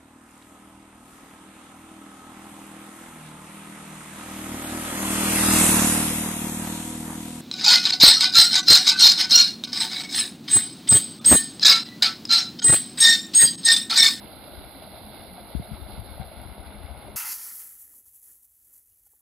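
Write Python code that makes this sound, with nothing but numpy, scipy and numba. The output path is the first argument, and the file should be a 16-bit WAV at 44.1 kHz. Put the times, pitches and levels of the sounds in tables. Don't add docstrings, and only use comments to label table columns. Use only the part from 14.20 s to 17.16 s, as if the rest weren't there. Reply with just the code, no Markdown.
import sys
import numpy as np
from scipy import signal
from scipy.fft import rfft, irfft
from scipy.io import wavfile
from scipy.ndimage import uniform_filter1d
from numba import njit

SR = 44100
rng = np.random.default_rng(int(sys.argv[2]) if len(sys.argv) > 2 else 0)


def to_linear_factor(level_db):
    exponent = np.asarray(level_db, float) / 20
    return 10 ** exponent


def output_pcm(signal):
    pcm = np.clip(np.atleast_2d(signal).T, -1, 1) * 32767
    wavfile.write(sys.argv[1], SR, np.round(pcm).astype(np.int16))


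N = 130536

# [t/s, peak level/dB]
SPLATS = [(0.0458, -39), (0.281, -39), (0.863, -41), (0.966, -42.5), (1.1155, -42.5), (1.1348, -38),
          (1.302, -36), (1.4491, -42.5), (1.8003, -40.5), (1.9062, -39), (1.9579, -45), (1.997, -41.5),
          (2.0735, -44.5), (2.1081, -45), (2.2152, -35), (2.4064, -50.5), (2.4364, -51), (2.4808, -45.5),
          (2.7906, -37.5)]


def table(rows, hz):
    rows = np.array(rows, float)
    return np.interp(np.log(hz + 1), np.log(rows[:, 0]), rows[:, 1])


def unit(x):
    return x / np.sqrt(np.mean(x ** 2))


def walk(rate_hz):
    hold = int(SR / rate_hz)
    x = np.repeat(rng.standard_normal(N // hold + 1), hold)
    x = uniform_filter1d(uniform_filter1d(x, hold), hold)[:N]
    return unit(x - uniform_filter1d(x, size=5 * hold))


def band(x, hz, width_hz):
    f = np.arange(N // 2 + 1) * SR / N + 1
    return irfft(rfft(x) / (1 + 1j * (f / hz - hz / f) * hz / width_hz), N)


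@njit
def rings(n, start, hz, t60, size, glide, rise):
    out = np.zeros(n)
    for e in range(len(start)):
        phase, length = 0., t60[e] * SR
        for i in range(min(int(length), n - start[e])):
            phase += hz[e] * (1 + glide * i / length) / SR
            swell = min(phase / rise, 1.)
            decay = 1000. ** (-i / length)
            out[start[e] + i] += size[e] * swell * np.sin(2 * np.pi * phase) * decay
    return out


def hits(rows, t60_s, glide, rise):
    r = np.array(rows, float)
    start = (r[:, 0] * SR).astype(np.int64)
    return rings(N, start, r[:, 2], t60_s + 0 * r[:, 0], to_linear_factor(r[:, 1]), glide, rise)


def swells(t, rows, width_s):
    out = 0
    for at, db, hz in rows:
        bell = np.exp(-((t - at) / width_s) ** 2 / 2)
        out = out + to_linear_factor(db) * bell * np.sin(2 * np.pi * hz * (t - at))
    return out


def grains(per_s, lo_hz, hi_hz, cycles, spread_db, glide):
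    when, pitch, size = rng.random((int(per_s * N / SR), 3)).T
    hz = lo_hz * (hi_hz / lo_hz) ** pitch
    size = to_linear_factor(spread_db * np.minimum(-np.log(1 - size), 3.5))
    x = rfft(rings(N, (when * N).astype(np.int64), hz, cycles / hz, size, glide, 0.19))
    f = np.arange(len(x)) * SR / N
    inside = 1 / (1 + (lo_hz / (f + 1)) ** 4) / (1 + (f / hi_hz) ** 4)
    return irfft(inside * x / np.sqrt(uniform_filter1d(abs(x) ** 2, size=600)), N) * np.sqrt(N)


def churn(surge, lift, patter):
    f = np.arange(N // 2 + 1) * SR / N + 1
    shared = [walk(24.28) for _ in range(5)]
    x = 0
    for k, hz in enumerate(70 * 2 ** (np.arange(17) / 2)):
        weight = np.cos(np.clip(np.log2(f / hz), -.5, .5) * np.pi)
        part = irfft(rfft(rng.standard_normal(N)) * weight, N)
        x = x + part * to_linear_factor(0.39 * shared[k // 4] + 0.27 * walk(6.2))
    bubbles = grains(1200, 241.3, 5160, cycles=15.4, spread_db=2.96, glide=0.47)
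    fizz = grains(3000, 10000, 17000, cycles=3.9, spread_db=9.9, glide=.2)
    drops = grains(160, 6500, 11000, cycles=2.2, spread_db=4., glide=.2)
    x = x + to_linear_factor(-0.5) * bubbles + to_linear_factor(-0.5) * fizz + to_linear_factor(-1.5) * drops
    high = irfft(rfft(x) * np.clip(f / 9000, .1, 1), N)
    spray = irfft(rfft(x) * (f > 7000), N)
    surged = (x - spray) * to_linear_factor(surge) + spray * to_linear_factor(.3 * surge)
    return surged + high * (lift + to_linear_factor(0.93 * patter) - 1)


def water_colour(f, port):
    # [f/Hz, level/dB]
    left_body, left_spray = [(150, -75.5), (420, -71), (720, -77), (1400, -85), (2100, -87.5), (2800, -91),
                             (4000, -90), (5200, -101)], [(9200, -112), (9800, -101), (11500, -94.5), (14500, -100)]
    right_body, right_spray = [(300, -75.5), (720, -76.5), (1450, -84), (1800, -94.5), (2150, -82),
                               (2500, -91.5), (4100, -78.5), (5200, -92)], [(9100, -100), (10100, -77.5), (11200, -84),
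                                                   (12500, -86.5), (13800, -89.5), (14600, -97.5)]
    rows = np.vstack([right_body, right_spray] if port else [left_body, left_spray])
    notch = 1 - 0.37 * np.exp(-((f - 3085) / 110) ** 2 / 2)
    return to_linear_factor(table(rows, f)) * np.sqrt(SR / 2) * notch


def echo_path(f, port):
    echo_s, echo_db, echo_rad = [(0.001452, -2.5, 0.86), (0.001512, -20.5, 0.7)][port]
    lag_s = .00002 * (1 - port)
    echo = to_linear_factor(echo_db) / (1 + (f / 4500) ** 4) * np.exp(1j * echo_rad - 2j * np.pi * f * echo_s)
    return np.exp(-2j * np.pi * f * lag_s) * (1 + echo)


def scatter_share(f):
    # [f/Hz, level re direct/dB]
    scatter_rows = [(200, -7.5), (450, -18), (700, -9.5), (1200, -3.5), (1600, -1), (4000, -2), (10000, 0),
                    (13000, 1.5)]
    return to_linear_factor(table(scatter_rows, f))


def turned_away(t, f, wet):
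    # [t/s, gain at full shading/dB]
    turn_rows = [(0, 1.5), (.4, 1.5), (1.5, -1), (2.0, -1.5), (2.5, -15.5), (2.96, -30)]
    # [f/Hz, share]
    shade_rows = [(2500, 0.014), (4200, 0.61), (10000, 0.14), (12800, 0.71), (14500, 0.11)]
    lost = 1 - to_linear_factor(np.interp(t, *np.array(turn_rows, float).T))
    return lost * irfft(wet * np.clip(table(shade_rows, f), 0, 1.2), N)


def splats(t):
    return sum(to_linear_factor(db + 17) * (t > at) * np.exp(-abs(t - at) / 0.004) for at, db in SPLATS)


def ticks(f):
    late_s, tick_db, low_cut_hz = 0.00083, 63.5, 8000
    x, r = np.zeros(N), np.array(SPLATS)
    x[((r[:, 0] + late_s) * SR).astype(int)] = to_linear_factor(r[:, 1] + tick_db)
    return rfft(x) / (1 + (low_cut_hz / (f + 1)) ** 4)


def slaps():
    # [t/s, peak level/dB, f/Hz]
    slap_rows = [(0.131, -27.5, 660), (0.276, -27, 620), (0.333, -30, 650), (0.41, -31, 640),
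                 (0.438, -30.5, 700), (0.62, -27, 670), (0.673, -26, 653), (0.775, -31, 707),
                 (1.047, -30, 720), (1.179, -26.5, 740), (1.471, -31, 664), (1.508, -31, 715),
                 (2.044, -30, 523), (2.078, -31.5, 660), (2.883, -26.5, 620), (1.31, -28, 570),
                 (1.422, -30, 712), (1.662, -29, 694), (1.978, -26.5, 657), (2.005, -28.5, 753),
                 (2.02, -28.5, 640), (2.115, -27.5, 640), (2.283, -38, 657)]
    return to_linear_factor(3.5) * hits(slap_rows, t60_s=0.023, glide=-0.21, rise=2.37)


def plops(t):
    # [t/s, level/dB, f/Hz]
    plop_rows = [
        (0.34, -38, 354),
        (.41, -41, 388),
        (0.561, -40.5, 270),
        (1.583, -39.5, 370),
        (1.9, -68, 342),
        (2.89, -38.5, 392),
        (2.012, -42, 777),
        (2.88, -44, 606),
    ]
    return swells(t, plop_rows, width_s=0.016)


def motor(t):
    # [t/s, level/dB, f/Hz]
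    groan_rows = [(0.022, -43, 209.4), (0.248, -48.5, 208), (0.691, -46.5, 193), (0.871, -45.5, 214),
                  (1.13, -46.5, 182), (1.221, -47.5, 208.5), (1.519, -41, 212.7), (1.698, -42, 205),
                  (1.809, -58, 196), (2.188, -49.5, 209), (2.361, -47.5, 197.6), (2.551, -45.5, 209),
                  (2.922, -46, 211)]
    hum_hz = 209
    hum = unit(band(band(rng.standard_normal(N), hum_hz, 17), hum_hz, 17))
    return to_linear_factor(-62.5) * hum + swells(t, groan_rows, width_s=0.024)


def wind(t, port):
    # [t/s, left level/dB, right level/dB]
    wind_rows = [(0, -50, -70), (.3, -50, -89), (.39, -39.5, -71), (.5, -52, -59), (1.3, -48.5, -76),
                 (1.421, -46, -56), (1.47, -49, -62), (1.6, -37, -73), (1.8, -37.5, -54),
                 (1.87, -42.5, -79), (2.001, -39, -50), (2.1, -44.5, -76), (2.2, -40, -78),
                 (2.45, -41, -74), (2.7, -40, -76), (2.8, -47, -67), (2.9, -42, -80)]
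    # [t/s, peak level/dB, f/Hz, t60/s]
    left_buffets = [(1.3498, -2.5, 204, 0.013), (1.358, -10, 66, 0.088), (1.393, -23, 112, 0.11),
                    (1.5142, -13.5, 138, 0.039), (1.524, -17, 70, 0.091), (1.653, -26, 80, 0.062),
                    (1.775, -16, 70.6, 0.048), (1.79, -9, 90, 0.03), (1.911, -19, 75, 0.064),
                    (1.9974, -12.5, 162, 0.03), (2.012, -17.5, 138, 0.038), (1.992, -25, 66, 0.16),
                    (2.251, -24.5, 77.5, 0.099), (2.704, -24, 71, 0.12), (2.642, -18.5, 76.5, 0.05)]
    right_buffets = [
        (0.403, -33, 59.4, 0.089),
        (0.836, -29, 59.5, 0.069),
        (1.396, -13, 171, 0.033),
        (1.516, -43, 130, .05),
        (1.777, -14.5, 149, 0.021),
        (1.941, -31, 111, 0.057),
        (2.01, -45, 75, 0.14),
    ]
    w = np.array(wind_rows, float)
    buffets = np.array(right_buffets if port else left_buffets, float)
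    centre_hz, width_hz = [(66, 13), (90, 390)][port]
    gust = band(rng.standard_normal(N) * to_linear_factor(2.9 * walk(30.25)), 40, 110)
    low = unit(band(gust, centre_hz, width_hz))
    low = low + 0.17 * unit(band(band(gust, 66, 60), 110, 86)) + .5 * unit(band(gust, 52, 30))
    low = low / np.sqrt(uniform_filter1d(low ** 2, size=int(.12 * SR)))
    thuds = hits(buffets, buffets[:, 3], glide=-0.065, rise=.8)
    return low * to_linear_factor(np.interp(t, w[:, 0], w[:, 1 + port])) - thuds


def puffs(t, port):
    # [t/s, left level/dB, right level/dB, width/s]
    puff_rows = [
        (1.3533, -18, -58, 0.0011),
        (2.3811, -27, -29, .0003),
        (1.3965, -63, -25, 0.00036),
    ]
    return sum(to_linear_factor(row[1 + port]) * np.exp(-((t - row[0]) / row[3]) ** 2 / 2) for row in puff_rows)


def chirps(t, port):
    # [t/s, peak level/dB, f/Hz]
    left_chirps = [
        (2.56, -80, 7300),
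        (2.565, -80, 5850),
        (2.6, -75, 7150),
        (2.67, -79, 7330),
        (2.84, -78, 7000),
        (2.885, -75, 7200),
        (2.89, -72, 8450),
    ]
    right_chirps = [(.09, -81, 8450), (.14, -78, 8860), (2.475, -76, 8900), (2.61, -74, 8850),
                    (2.77, -78, 8850), (.29, -77, 8350), (.5, -69, 8380), (.7, -83, 8450), (.8, -72, 8350),
                    (.875, -72, 8350), (.96, -79, 8630), (1.05, -74, 8290), (1.155, -82, 8450),
                    (1.3, -81, 5800), (1.315, -74, 8350), (1.73, -71, 8300), (1.825, -71, 8370),
                    (2.205, -69.5, 8210)]
    chirp_s = 0.012
    return swells(t - chirp_s, right_chirps if port else left_chirps, chirp_s)


def deafen(x, port):
    leak_at_s, leak_s = 2.9, .012 - port
    f, t, z = signal.stft(x, SR, nperseg=1024)
    flutter_hz = 75 * np.repeat(rng.standard_normal((len(t), 2)), 2, axis=0)[:len(t)].T
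    lo_hz, hi_hz = np.array([[5290], [9120]]) + flutter_hz
    inside = (f[:, None] > lo_hz) & (f[:, None] < hi_hz)
    gain = to_linear_factor(-60 * (abs(t - leak_at_s) > leak_s) * inside)
    return signal.istft(z * gain, SR, nperseg=1024)[1][:N]


def scene():
    t, f = np.arange(N) / SR, np.arange(N // 2 + 1) * SR / N
    surge = .35 * walk(7.73) + 0.81 * walk(25.505)
    lift, patter = splats(t), walk(65.)
    water = rfft(churn(surge, lift, patter))
    solid = rfft(slaps() + plops(t))
    hum, drips = motor(t), ticks(f)
    out, gale = [], 0
    for port in (0, 1):
        colour, path, scatter = water_colour(f, port), echo_path(f, port), scatter_share(f)
        scattered = scatter * rfft(churn(surge, lift, patter))
        wet = colour * (water * path + scattered) / np.sqrt(1 + scatter ** 2) / 1.51
        wet = wet + colour * drips * path
        x = irfft(wet + solid * path / 2.0, N)
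        if port:
            x = x - turned_away(t, f, wet)
        gale = wind(t, port) + to_linear_factor(-26) * gale
        heard = deafen(x + hum + gale + puffs(t, port), port)
        out.append(heard + chirps(t, port))
    return np.array(out)


def band_limit(x):
    return signal.sosfilt(signal.butter(12, 14850, fs=SR, output="sos"), x)


def record(dry):
    shut = irfft(rfft(dry) * (np.arange(N // 2 + 1) * SR / N < 14600), N)
    low_cut = signal.butter(2, 28, "high", fs=SR, output="sos")
    return band_limit(signal.sosfilt(low_cut, shut))


dry = scene()
out = record(dry)
output_pcm(out)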